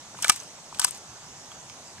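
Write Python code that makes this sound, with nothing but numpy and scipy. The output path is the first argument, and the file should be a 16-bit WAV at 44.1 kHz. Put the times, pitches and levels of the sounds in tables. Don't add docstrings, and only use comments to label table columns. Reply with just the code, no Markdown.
import sys
import numpy as np
from scipy import signal
from scipy.fft import rfft, irfft, next_fast_len
from scipy.io import wavfile
from scipy.ndimage import uniform_filter1d, map_coordinates

SR = 44100
rng = np.random.default_rng(int(sys.argv[2]) if len(sys.argv) > 2 else 0)


def ratio(d):
    e = np.asarray(d, float) / 20
    return 10 ** e


def unload_audio(sound):
    columns = np.transpose(np.atleast_2d(sound))
    steps = np.round(np.clip(columns, -1, 1) * 32767)
    wavfile.write(sys.argv[1], SR, steps.astype(np.int16))


N = 88200
TIME = np.arange(N) / SR
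LEFT_RIGHT = np.array([[1], [-1]])


def unit(x):
    return x / np.sqrt(np.mean(x ** 2) + 1e-20)


def along(points, hz):
    f, value = np.transpose(points)
    return np.interp(np.log(hz + 1), np.log(f + 1), value)


def filtered(x, response):
    m = next_fast_len(x.shape[-1] + 4096)
    spectrum = rfft(x, m) * response(np.fft.rfftfreq(m, 1 / SR))
    return irfft(spectrum, m)[..., :x.shape[-1]]


def wobble(rate, size=N):
    knots = rng.standard_normal(size // 8)
    return map_coordinates(knots, [np.arange(size) * rate / SR])


def patchy(depth_db):
    z = signal.stft(rng.standard_normal((2, N)), nperseg=512)[2]
    field = rng.standard_normal(z.shape[1:])
    field = uniform_filter1d(uniform_filter1d(field, 6, 0), 8, 1)
    return signal.istft(z * ratio(depth_db * unit(field)), nperseg=512)[1][:, :N]


def grit(spectrum, depth_db, shape):
    shared = 0.89
    common = rng.standard_normal(len(shape))
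    own = rng.standard_normal((2, len(shape)))
    pair = np.sqrt(shared) * common + np.sqrt(1 - shared) * own
    pair = pair * ratio(depth_db * wobble(1500, size=len(shape)))
    coloured = filtered(pair * shape, lambda f: ratio(along(spectrum, f)))
    return unit(coloured) * np.sqrt(np.mean(shape ** 2))


def ringing(modes, weights_db, lasting):
    t = np.arange(SR // 10) / SR
    out = np.zeros(len(t))
    for k, ((hz, db, t60), weight_db) in enumerate(zip(modes, weights_db)):
        decay = ratio(db + weight_db - 60 * t / (t60 * lasting))
        out += (-1) ** k * decay * np.sin(2 * np.pi * hz * t)
    return out


# f/Hz, level/dB per Hz
GARDEN_COLOUR = [(30, -14), (125, 4), (420, -4), (850, 2.5), (2200, -9), (7000, -12.5), (14000, -23.5),
                 (14600, -60)]
# f/Hz, likeness/1
PORT_LIKENESS = [(30, .5), (80, 1), (200, 0.98), (700, 1), (1300, 0.72), (2400, 0.12), (5000, 0.66),
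                 (15000, 0.22)]


def garden():
    level_db, patch_db = -50.5, 2

    def mid_side(f):
        angle = np.arccos(np.clip(along(PORT_LIKENESS, f), -1, 1)) / 2
        return ratio(along(GARDEN_COLOUR, f)) * np.array([np.cos(angle), np.sin(angle)])

    mid, side = filtered(patchy(patch_db), mid_side)
    return ratio(level_db) * unit(np.array([mid + side, mid - side]))


# f/Hz, level/dB
WHINES = [(6275, -75), (6395, -76), (6687, -75)]


def insects():
    width_hz = 11.5
    lines = lambda f: sum(ratio(db) / (1 + ((f - hz) / width_hz) ** 2) for hz, db in WHINES)
    total = np.linalg.norm(ratio([db for hz, db in WHINES]))
    return unit(filtered(rng.standard_normal(N), lines)) * total


# t/s, level/dB
RUB_LEVEL = [(.12, -79), (.2, -56), (.25, -45), (.33, -49), (.45, -57), (.55, -91), (.7, -80), (.78, -54.5),
             (.83, -43), (.9, -49.5), (1.0, -62.5), (1.1, -78)]
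# f/Hz, level/dB
SKIN_COLOUR = [(1500, -14), (4000, -3.5), (6000, -3.5), (9000, 1), (11000, 0), (14000, -2), (14800, -50)]
# f/Hz, level/dB
DULL_COLOUR = [(350, -53), (800, -3.5), (1500, -8.5), (3000, -1.5), (4500, -8), (7000, -21), (16000, -57)]


def rubbing():
    dull_db, grit_db = -1.5, 3
    s, db = np.transpose(RUB_LEVEL)
    jerks_db = 3.3 * wobble(59.3) + 2.04 * wobble(250)
    level = ratio(np.interp(TIME, s, db) + jerks_db)
    return grit(SKIN_COLOUR, grit_db, level) + ratio(dull_db) * grit(DULL_COLOUR, grit_db, level)


# t/s, peak level/dB, strongest pitch f/Hz, contact/s
BODY_KNOCKS = [(0.1437, -28, 796, .002), (.149, -30.5, 1380, 0.0023), (.188, -25, 975, 0.0049),
               (0.3992, -35.5, 6200, .004), (0.235, -23, 1520, .004), (.2442, -14, 2040, 0.004),
               (.247, -11, 1480, .003), (.246, -19.5, 554, 0.0027), (0.2607, -23, 1430, 0.01),
               (.299, -19.5, 2330, 0.006), (.281, -23.5, 2060, 0.009), (0.2886, -20.5, 1120, 0.0036),
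               (.2955, -10, 1660, 0.0069), (.297, -5.5, 1225, 0.0088), (.321, -32, 1220, .003),
               (.7255, -24, 960, 0.0041), (.302, -23, 710, 0.007), (.7935, -17, 1520, 0.0099),
               (0.801, -21, 980, 0.0062), (0.816, -30, 1140, 0.0056), (.827, -22, 1390, 0.0072),
               (0.8444, -12, 1510, 0.0054), (.848, -14, 953, 0.005), (.880, -29, 1200, 0.0064),
               (1.5172, -33, 1210, 0.003), (1.516, -37.5, 3300, 0.0033), (1.698, -36, 1140, 0.0046),
               (1.698, -38, 2310, 0.0017), (1.6974, -39, 5150, .005), (1.982, -36, 1870, 0.0027)]
# f/Hz, level/dB, t60/s
BODY_MODES = [(533, -6, 0.044), (714, 14, 0.029), (980, -0.5, .032), (1225, 11, 0.019), (1520, -0.5, 0.031),
              (1724, -4, 0.034), (2080, -1, 0.018), (2330, -8, 0.071), (3260, 16, 0.043), (3500, -5, 0.032),
              (5150, 1, 0.022), (6200, 0, 0.024)]


def knocks():
    level_db, rough_db = -5, -25
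    reach_oct = 0.15
    usual_s, rise_s = 0.0068, 0.0019
    low_cut_hz, lead_s = 450, 0.00004
    out = np.zeros(N + SR)
    t = np.arange(SR // 50) / SR
    for s, db, hz, contact in BODY_KNOCKS:
        near_db = [-3 * (np.log2(mode[0] / hz) / reach_oct) ** 2 for mode in BODY_MODES]
        scrape = ratio(rough_db) * rng.standard_normal(len(t)) * ratio(-30 * t / contact)
        push = (t == 0) + scrape
        hit = np.convolve(push, ringing(BODY_MODES, near_db, contact / usual_s))
        hit = hit * np.clip(np.arange(len(hit)) / SR / rise_s, 0, 1)
        out[round(s * SR):][:len(hit)] += ratio(db + level_db) * hit / np.abs(hit).max()
    body = filtered(out[:N], lambda f: (1j * f / (low_cut_hz + 1j * f)) ** 3)
    return filtered(body, lambda f: np.exp(1j * np.pi * f * lead_s * LEFT_RIGHT))


def burst(length):
    lead, rise_s, hold = 64, 0.00051, 0.14
    t = (np.arange(SR // 10) - lead) / SR
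    fall_db = -30 * np.clip(t - hold * length, 0, None) / length
    return np.clip(t / rise_s, 0, 1) * ratio(fall_db)


# t/s, peak level/dB, length/s, left-right/dB, dull part/dB
FIRST_STROKE = [(0.172, -37, 0.0035, -1, 8), (0.186, -33, 0.009, -4, -5), (0.2015, -32, 0.0051, 0, -6),
                (0.223, -12.5, 0.012, -0.5, -19), (0.228, -28, 0.025, 2, 6.5),
                (0.2439, -14.5, 0.012, 4, 3.5), (0.271, -31, 0.0091, -8, 8.5), (0.281, -6, 0.0045, -2, -11),
                (.289, -15, 0.0086, -10, -14), (0.2945, -2, 0.0086, 13, -7),
                (0.2965, -1.5, 0.012, -5.5, -1), (0.3002, -11, 0.006, -2, -1.5),
                (0.318, -26, 0.032, 10.5, 0), (0.36, -21.5, 0.011, 6, -7.5), (0.403, -27, 0.0043, -6, -30),
                (.4324, -33, .006, 8, -9)]
# t/s, peak level/dB, length/s, left-right/dB, dull part/dB
SECOND_STROKE = [(.745, -36, 0.016, 5, 6), (.7875, -23, 0.0025, 8, 1), (0.7955, 4, 0.0015, 7, -9),
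                 (0.7976, -8.5, 0.0094, 0, -10), (0.8163, -14, 0.0065, -3, 0), (.820, -20.5, 0.012, -7, -6),
                 (0.836, -28, 0.0087, -2, 3), (0.839, -18, 0.0029, 6, 3), (0.842, -17, .003, 2, 3),
                 (0.8441, -0.5, 0.0068, 1.5, -14.5), (0.8463, -2, 0.008, -2, -13),
                 (.8688, -23, 0.0032, 15, -21), (.880, -27, 0.026, 8, -11), (.9085, -15.5, 0.0036, 6, -31),
                 (0.947, -28.5, 0.011, -9, -21), (0.9742, -30, 0.0048, 8, -16), (1.517, -34, 0.0055, -3, 2),
                 (1.6975, -35, .004, -6, 8.5)]
# f/Hz, level/dB
BRIGHT_COLOUR = [(1500, -9.5), (4000, -8), (6000, -5), (9000, 6), (11000, 0.5), (14000, 9), (15600, -29),
                 (16300, -50)]
# f/Hz, level/dB, t60/s
CATCH_MODES = [(5130, 7.5, 0.054), (5780, -3, 0.072), (6180, 16, 0.013), (8180, -6, 0.022),
               (8380, 6.5, .02), (8580, 3, 0.016)]


def cracks():
    level_db, ring_db, grit_db = -13.5, -11.5, 1
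    lead = 64
    snap, dull = np.zeros((2, N + SR)), np.zeros((2, N + SR))
    for s, db, length, pan_db, dull_db in FIRST_STROKE + SECOND_STROKE:
        shape = ratio(db + level_db) * burst(length)
        start = round(s * SR) - lead
        span = slice(start, start + len(shape))
        snap[:, span] += grit(BRIGHT_COLOUR, grit_db, shape) * ratio(pan_db / 2 * LEFT_RIGHT)
        dull[:, span] += grit(DULL_COLOUR, grit_db, shape) * ratio(dull_db)
    tap = ringing(CATCH_MODES, np.zeros(len(CATCH_MODES)), 0.59)
    ring = signal.fftconvolve(snap, tap[None] / np.linalg.norm(tap), axes=1)
    return snap[:, :N] + ratio(ring_db) * ring[:, :N] + dull[:, :N]


# t/s, level/dB
HOUSING_JOLTS = [
    (.247, -66),
    (0.2948, -19),
    (.797, -63),
    (0.848, -34),
]


def jolts():
    length_s, right = 0.00059, -0.15
    pulse = np.zeros(N)
    for s, db in HOUSING_JOLTS:
        u = np.clip(TIME - s, 0, None) / length_s
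        pulse += ratio(db) * u ** 2 * np.exp(-u)
    return pulse * np.array([[1], [right]])


def scene():
    return garden() + insects() + rubbing() + knocks() + cracks() + jolts()


# whistle f/Hz, sharpness/1, steepness/1, level/dB, roll-off f/Hz
MIC_PORTS = [(8110, 7.9, 0.83, 1, 19400), (6340, 3.22, 1.827, 0.8, 7870)]


def microphones(f):
    low_cut_hz, left_lag_s = 25, 0.00012
    ports = []
    for hz, sharpness, steepness, db, top_hz in MIC_PORTS:
        whistle = 1 / (1 - (f / hz) ** 2 + 1j * f / (hz * sharpness)) ** steepness
        ports.append(ratio(db) * whistle / (1 + 1j * f / top_hz) ** 2)
    lag = np.exp(-1j * np.pi * f * left_lag_s * LEFT_RIGHT)
    return np.array(ports) * lag * 1j * f / (low_cut_hz + 1j * f)


def low_pass(x):
    return signal.sosfilt(signal.butter(12, 15890, fs=SR, output="sos"), x)


def record(dry):
    hiss_db, hiss_patch_db, hiss_top_hz, hiss_knee_hz = -51, 2, 14400, 8950
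    clip_top, clip_hard = 1.0, 8
    hiss = filtered(patchy(hiss_patch_db), lambda f: (f < hiss_top_hz) / (1 + (f / hiss_knee_hz) ** 4))
    mix = filtered(dry, microphones) + ratio(hiss_db) * hiss
    mix = mix / (1 + np.abs(mix / clip_top) ** clip_hard) ** (1 / clip_hard)
    return low_pass(mix)


dry = scene()
out = record(dry)
unload_audio(out)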